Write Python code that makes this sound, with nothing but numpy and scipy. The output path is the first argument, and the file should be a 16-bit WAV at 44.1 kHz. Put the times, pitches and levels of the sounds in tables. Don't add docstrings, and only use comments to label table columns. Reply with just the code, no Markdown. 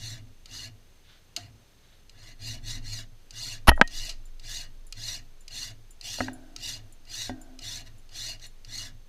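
import sys
import numpy as np
from scipy import signal
from scipy.fft import rfft, irfft
from scipy.io import wavfile
from scipy.ndimage import map_coordinates

SR = 44100
rng = np.random.default_rng(int(sys.argv[2]) if len(sys.argv) > 2 else 0)


def dump(signal):
    limited = np.clip(np.atleast_2d(signal).T, -1, 1)
    pcm = np.round(limited * 32767).astype(np.int16)
    wavfile.write(sys.argv[1], SR, pcm)


N = 400428
T = np.arange(N) / SR
HZ = np.maximum(np.arange(N // 2 + 1) * SR / N, 1)
RING_T = T[:SR]

# [touch-down t/s, length/s, attack/s, release/s, rasp level/dB, landing click level/dB,
# bench shake level/dB]
STROKES = [ (-0.077, .29, .17, 0.13, -39.5, -70, -45), (0.458, 0.25, 0.12, 0.083, -40.5, -32, -47.5),
           (1.3638, 0.14, .02, 0.095, -54, -18.5, -48), (2.0954, .255, 0.24, 0.066, -49.5, -38.5, -56),
           (2.375, 0.23, 0.12, 0.1, -39, -70, -43), (2.617, 0.19, 0.097, 0.091, -37.5, -70, -41.5),
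           (2.804, .25, 0.13, 0.099, -38.5, -70, -48), (3.3076, 0.3, 0.11, 0.12, -37, -32, -49),
           (3.8756, 0.28, .1, 0.099, -38, -28.5, -55.5), (4.3965, .29, 0.16, 0.13, -36.5, -39, -52),
           (4.9248, 0.29, 0.17, 0.084, -36, -27, -50), (5.4802, .26, 0.12, 0.11, -36.5, -31, -51.5),
           (6.0114, 0.32, 0.073, 0.21, -36, -28.5, -52.5), (6.563, 0.25, 0.12, 0.13, -34.5, -24.5, -50),
           (7.053, 0.28, 0.15, .11, -35.5, -47, -52.5), (7.5898, 0.25, .11, 0.093, -36, -31.5, -49.5),
           (7.845, 0.052, 0.024, .025, -55.5, -70, -52), (8.092, 0.29, 0.14, 0.13, -36, -45, -52),
           (8.397, 0.085, 0.044, .035, -45.5, -40.5, -58), (8.648, 0.28, 0.15, 0.13, -37.5, -33.5, -49), ]


def amp(db):
    return 10 ** (np.asarray(db) / 20)


def unit(x):
    return x / np.sqrt(np.mean(x ** 2))


def envelope(rows):
    s, db = np.transpose(rows)
    return amp(np.interp(T, s, db))


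def swell(s, length, attack, release):
    rise = np.clip((T - s) / attack, 0, 1)
    fall = np.clip((s + length - T) / release, 0, 1)
    return rise ** 2 * (3 - 2 * rise) * fall ** 2 * (3 - 2 * fall)


def colour(points):
    hz, db = np.transpose(points)
    return amp(np.interp(np.log(HZ), np.log(hz), db))


def resonances(rows):
    power = 0
    for hz, width, db in rows:
        detuning = (HZ - hz ** 2 / HZ) / width
        power = power + amp(db) ** 2 / (1 + detuning ** 2) ** 1.5
    return np.sqrt(power)


def causal(gain):
    cepstrum = irfft(np.log(gain + 1e-6), N)
    cepstrum[1:N // 2] *= 2
    cepstrum[N // 2 + 1:] = 0
    return irfft(np.exp(rfft(cepstrum)), N)[:len(RING_T)]


def shaped(x, gain):
    return unit(irfft(rfft(x) * gain, N))


def noise(gain):
    return shaped(rng.standard_normal(N), gain)


def walk(rate):
    return noise(1 / (1 + (HZ / rate) ** 4))


def delayed(x, lag):
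    return map_coordinates(x, [(T - lag) * SR], order=3)


def fade(t60):
    return np.exp(-np.log(1000) * RING_T / t60)


def ring(modes):
    sound = 0
    for hz, db, t60 in modes:
        sound = sound + amp(db + rng.standard_normal()) * fade(t60) * np.sin(2 * np.pi * hz * RING_T)
    return sound


def strike(body, t60, chatter):
    force = chatter * rng.standard_normal(len(RING_T)) * fade(t60)
    force[0] += 1
    sound = signal.fftconvolve(force, body)[:len(RING_T)]
    return sound / np.abs(sound).max()


def add(out, s, sound):
    start = int(s * SR)
    out[start:start + len(sound)] += sound[:N - start]


def bites(rate, spread_db):
    happens = rng.random(N) < rate / SR
    return happens * rng.standard_normal(N) * amp(spread_db * rng.standard_normal(N))


def filing(tooth_hz=4000, pace_spread=0.1, tooth_db=-8, rasp_db=-1.5):
    # [f/Hz, width/Hz, level/dB]
    steel_modes = [(683.4, 110, -15), (970, 31, -15.5), (1700, 13, -12), (1918, 120, -14.5), (2030, 16, -9),
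                   (2890, 100, -2.5), (3520, 37, -2), (3852, 67, -2), (4285, 160, 3), (4813, 98, 1.5),
                   (5160, 77, -7), (5856, 590, -6.5), (6540, 68, -2), (7400, 140, -8), (8490, 270, -36),
                   (9900, 46, -46)]
    # [f/Hz, level/dB]
    cut_colour = [(180, -49), (300, -15.5), (523, -32), (691, -26.5), (1150, -18.5), (1910, -16.5),
                  (2560, -12), (2870, -1.5), (3170, -41.5), (3330, -7), (4250, -10.5), (4540, -16),
                  (6620, -9), (15000, -23)]
    steel = np.hypot(resonances(steel_modes), amp(-5) * colour(cut_colour))

    push, speed, travel = np.zeros((3, N))
    for s, length, attack, release, db, _, _ in STROKES:
        push += amp(db) * swell(s, length, attack, release)
        progress = np.clip((T - s) / length, 0, 1)
        pace = 1 + pace_spread * rng.standard_normal()
        speed += np.abs(np.sin(np.pi * progress)) ** 0.6 * pace
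        travel += np.sin(np.pi * progress / 2) ** 2 * (progress < 1)
    full = amp(-32.5)
    effort = push / full
    unsteady = 1 + 0.05 * walk(20)
    tooth_rate = tooth_hz * (1 + speed) / 2 * unsteady

    grit_db, catch_db = 0.1 * walk(180), 1.13 * walk(30)
    force = bites(rate=12000, spread_db=1) * amp(grit_db + catch_db)
    force = force + 0.3 * delayed(force, 4 / tooth_rate)
    force = force + 0.3 * delayed(force, 0.0026 - 0.0009 * travel)
    force = force + 0.5 * delayed(force, 0.0005 * (1 + 0.2 * walk(12)))
    chips = shaped(force, steel)

    spectrum = rfft(chips)
    low = irfft(spectrum / (1 + (HZ / 2400) ** 6), N)
    high = irfft(spectrum / (1 + (8000 / HZ) ** 6), N)
    middle = chips - low - high
    late_db = 4 * (travel - 0.5)
    rasp = amp(late_db) * low * effort ** 0.42 + middle * effort + high * effort ** 1.05

    phase = 2 * np.pi * np.cumsum(tooth_rate * (1 + 0.04 * walk(400))) / SR
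    notes = np.sin(phase) * walk(200) + 0.6 * np.sin(1.6 * phase) * walk(200)
    sung = notes * effort ** 1.21 * (1 - 0.74 * travel)
    teeth = shaped(sung, np.sqrt(steel)) * np.sqrt(np.mean(effort ** 2))
    return full * amp(rasp_db) * (rasp + amp(tooth_db) * teeth)


def landings(thud_db=-18):
    # [f/Hz, width/Hz, level/dB]
    click_modes = [(1316, 47, -10.5), (2760, 800, -10.5), (4170, 510, -4.5), (4800, 430, -5),
                   (4940, 390, -8.5), (6200, 1600, -11), (7840, 510, -15.5), (10900, 1600, -27.5)]
    usual_t60_s, heaviest_t60_s = 0.023, 0.03
    out, body = np.zeros(N), causal(resonances(click_modes))
    drop_s, *_, drop_db, _ = max(STROKES, key=lambda row: row[-2])
    for s, *_, db, _ in STROKES:
        if s > 0:
            t60 = heaviest_t60_s if s == drop_s else usual_t60_s
            add(out, s, amp(db) * strike(body, t60, chatter=0.64))
    add(out, 4.0932, amp(-26) * strike(body, t60=0.095, chatter=0.76))
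    vise = causal(resonances([(278, 53, 0.5), (702, 65, 2.0), (1390, 690, -12.5), (5000, 4700, -21)]))
    add(out, drop_s + 0.0072, amp(drop_db + thud_db) * strike(vise, t60=0.16, chatter=0.33))
    return out


def tinks(ring_db=-12, tick_db=1, uneven_db=4):
    # [t/s, level/dB]
    taps = [(3.762, -51.5), (4.2552, -52), (4.8674, -49.5), (5.4071, -52), (5.9077, -45), (6.332, -44),
            (6.9243, -48), (7.4147, -46), (7.9823, -55.5), (8.4652, -45.5)]
    # [f/Hz, level/dB, t60/s]
    tap_modes = [(7130, 7, .09), (8100, 2, 0.032), (9600, -9, 0.026), (10755, 2, 0.11), (10570, -9, .08),
                 (11800, -19, 0.088), (12610, -12, 0.039), (13400, -13, 0.073), (14140, -10.5, .07)]
    out = np.zeros(N)
    body = causal(colour([(3000, -39.0), (6000, -21), (7200, 2), (10500, -1.5), (15000, -12)]))
    for s, db in taps:
        modes = [(hz, mode_db + uneven_db * rng.uniform(-1, 1), t60) for hz, mode_db, t60 in tap_modes]
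        tick = strike(body, t60=0.04, chatter=0.5)
        add(out, s, amp(db + ring_db) * ring(modes) + amp(db + tick_db) * tick)
    return out


def bench(sway_hz=20):
    # [f/Hz, width/Hz, level/dB]
    bench_modes = [(63, 18, -6.5), (106.5, 13, 7), (135, 10, -14.5), (247.8, 22, -9.5), (306, 47, -21.5),
                   (672, 90, -26.5)]
    # [t/s, level/dB]
    sway_levels = [
        [(0.0, -46), (1.69, -63), (2.82, -35.5), (3.26, -51), (3.6, -40.5)],
        [(4.0, -34.5), (4.04, -37.5), (5.93, -48), (8.99, -44), (9.05, -48.5)],
    ]
    attack_s, release_s, linger_s = 0.076, 0.24, 0.18
    shake_power = np.zeros(N)
    for s, length, *_, db in STROKES:
        shake_power += (amp(db) * swell(s, length + linger_s, attack_s, release_s)) ** 2
    rumble = noise(resonances(bench_modes)) * np.sqrt(shake_power)
    wandering_hz = sway_hz * (1 + 0.13 * walk(14))
    sway = np.sin(2 * np.pi * np.cumsum(wandering_hz) / SR) * envelope(np.concatenate(sway_levels))
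    return rumble + np.sqrt(2) * sway


def camera_knocks(buzz_db=-14):
    # [t/s, housing level/dB, thin below f/Hz, dull above f/Hz, bracket level/dB, arm level/dB]
    knocks = [(3.6827, -2.5, 102, 1590, -32, -46.5), (3.690, -2.5, 100, 3500, -23, -40),
              (3.716, -14, 300, 1290, -37, -51.5), (3.776, -27, 501, 1300, -72, -62.5),
              (3.796, -22.5, 150, 997, -64, -64.5), (3.8133, 3.5, 110, 2890, -30, -43),
              (6.186, -31.5, 500, 1200, -60, -44), (6.2058, -15.5, 200, 2040, -38.5, -24.5),
              (6.283, -24.5, 1192, 1835, -52.5, -34.5), (7.2957, -26.5, 200, 1720, -51, -28.5)]
    # [f/Hz, width/Hz, level/dB]
    housing_modes = [(265.8, 160, -1), (562.7, 90, -8), (640, 125, 0.5), (834, 156, -1.5), (969, 63, -8),
                     (1290, 100, -4), (1610, 290, -1.5), (1835, 340, -2.5), (2587, 300, -15.5),
                     (4226, 5000, -9)]
    # [f/Hz, level/dB, t60/s]
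    bracket_modes = [(710, -6, 0.099), (1010, -5, 0.056), (1220, -12, .07), (1869, 1.5, 0.2),
                     (1893, -0.5, 0.15), (2480, -12.5, 0.13), (2622, -19.5, .14), (3000, -13.5, .11),
                     (3170, -19.5, 0.19)]
    # [f/Hz, level/dB, t60/s]
    arm_modes = [(102, -9.5, .2), (256.5, -3, 0.32), (263, -12.5, 0.2), (302.2, -10.5, 0.31),
                 (394.7, -12.5, 0.14), (575, -8, .06), (733, -5.5, 0.077), (900, -20.5, .09),
                 (1590, -21.5, 0.21), (1915, -9, 0.03966)]
    # [f/Hz, width/Hz, level/dB]
    spring_modes = [(257, 13, 1.5), (310, 55, -6.5), (680, 130, -12), (1542, 130, -20)]
    # [f/Hz, level/dB, t60/s]
    lurch_modes = [(30.5, -5, 0.053), (15.6, -17, 0.97), (56, -6.5, 0.16), (96, -16.5, 0.071)]
    out = scuff()
    add(out, 3.685, ring(lurch_modes))
    housing, springs = resonances(housing_modes), causal(resonances(spring_modes))
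    for s, db, thin_hz, dull_hz, bracket_db, arm_db in knocks:
        limits = np.sqrt((1 + (HZ / dull_hz) ** 10) * (1 + (thin_hz / HZ) ** 4))
        knock = amp(db) * strike(causal(housing / limits), t60=0.021, chatter=0.15)
        bracket = amp(bracket_db) * ring(bracket_modes)
        arm = ring(arm_modes) + amp(buzz_db) * strike(springs, t60=1.9, chatter=0.76)
        add(out, s, knock + bracket + amp(arm_db) * arm)
    return out


def scuff():
    # [f/Hz, level/dB]
    scuff_colour = [(60, -17.5), (300, -6), (450, -10.5), (1000, 8), (1800, -8), (2800, -2.5),
                    (3600, -10.5), (5500, -13), (8700, -36.5), (10000, -10), (12000, -18), (15000, -41)]
    start_s, length_s, peak_db = 3.673, 0.021, -8.5
    rise_db_per_s, t60_s = 598.5, 0.021
    past_peak = T - start_s - length_s
    pressing = amp(peak_db + rise_db_per_s * np.minimum(past_peak, 0)) * (T >= start_s)
    slipping = np.exp(-np.log(1000) * np.clip(past_peak, 0, 1) / t60_s)
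    return shaped(bites(rate=9000, spread_db=3), colour(scuff_colour)) * pressing * slipping


def sleeves(flutter_db=1.5):
    # [t/s, length/s, level/dB]
    brushes = [(1.0, 0.24, -60), (1.68, .45, -68)]
    # [f/Hz, level/dB]
    cloth = [(500, -25), (1000, -14), (1500, -1), (2500, -5), (3700, 1.5), (5500, -11), (10000, -26)]
    contact = sum(amp(db) * swell(s, length, length / 2, length / 2) for s, length, db in brushes)
    return noise(colour(cloth)) * contact * amp(flutter_db * walk(40))


def workshop(air_db=-60.5):
    # [f/Hz, level/dB]
    shop_colour = [(24, -39.5), (40, 4.5), (108, -4), (169, -10), (338, -14.5), (392, -12.5), (659, -17),
                   (980, -20.5), (3140, -21.5), (3650, -20.5), (6460, -26), (7490, -28.5), (15000, -34)]
    # [f/Hz, level/dB]
    whines = [(2832, -85), (4290, -85), (6293, -80), (6325, -80), (8543, -89), (12618, -84)]
    waver_hz = 4 * walk(25)
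    whine = np.zeros(N)
    for hz, db in whines:
        whine += amp(db) * np.sqrt(2) * np.sin(2 * np.pi * np.cumsum(hz + waver_hz) / SR)
    return amp(air_db + 0.5 * walk(3)) * noise(colour(shop_colour)) + whine


def room(x, t60=0.18, wet_db=-11, dull_hz=6000):
    tail = rng.standard_normal(len(RING_T)) * fade(t60) * (RING_T > 0.004)
    tail = tail / np.sqrt(np.sum(tail ** 2))
    tail = signal.lfilter(*signal.butter(2, dull_hz, fs=SR), tail)
    return x + amp(wet_db) * signal.fftconvolve(x, tail)[:N]


def scene():
    airborne = room(filing() + landings() + tinks() + sleeves())
    return (airborne + bench() + camera_knocks() + workshop())[None]


def record(dry):
    rounded = dry / (1 + dry ** 6) ** (1 / 6)
    top_hz = 15250
    top_cut = signal.ellip(8, 0.2, 70, top_hz, fs=SR, output="sos")
    return signal.sosfilt(top_cut, rounded)


dry = scene()
out = record(dry)
dump(out)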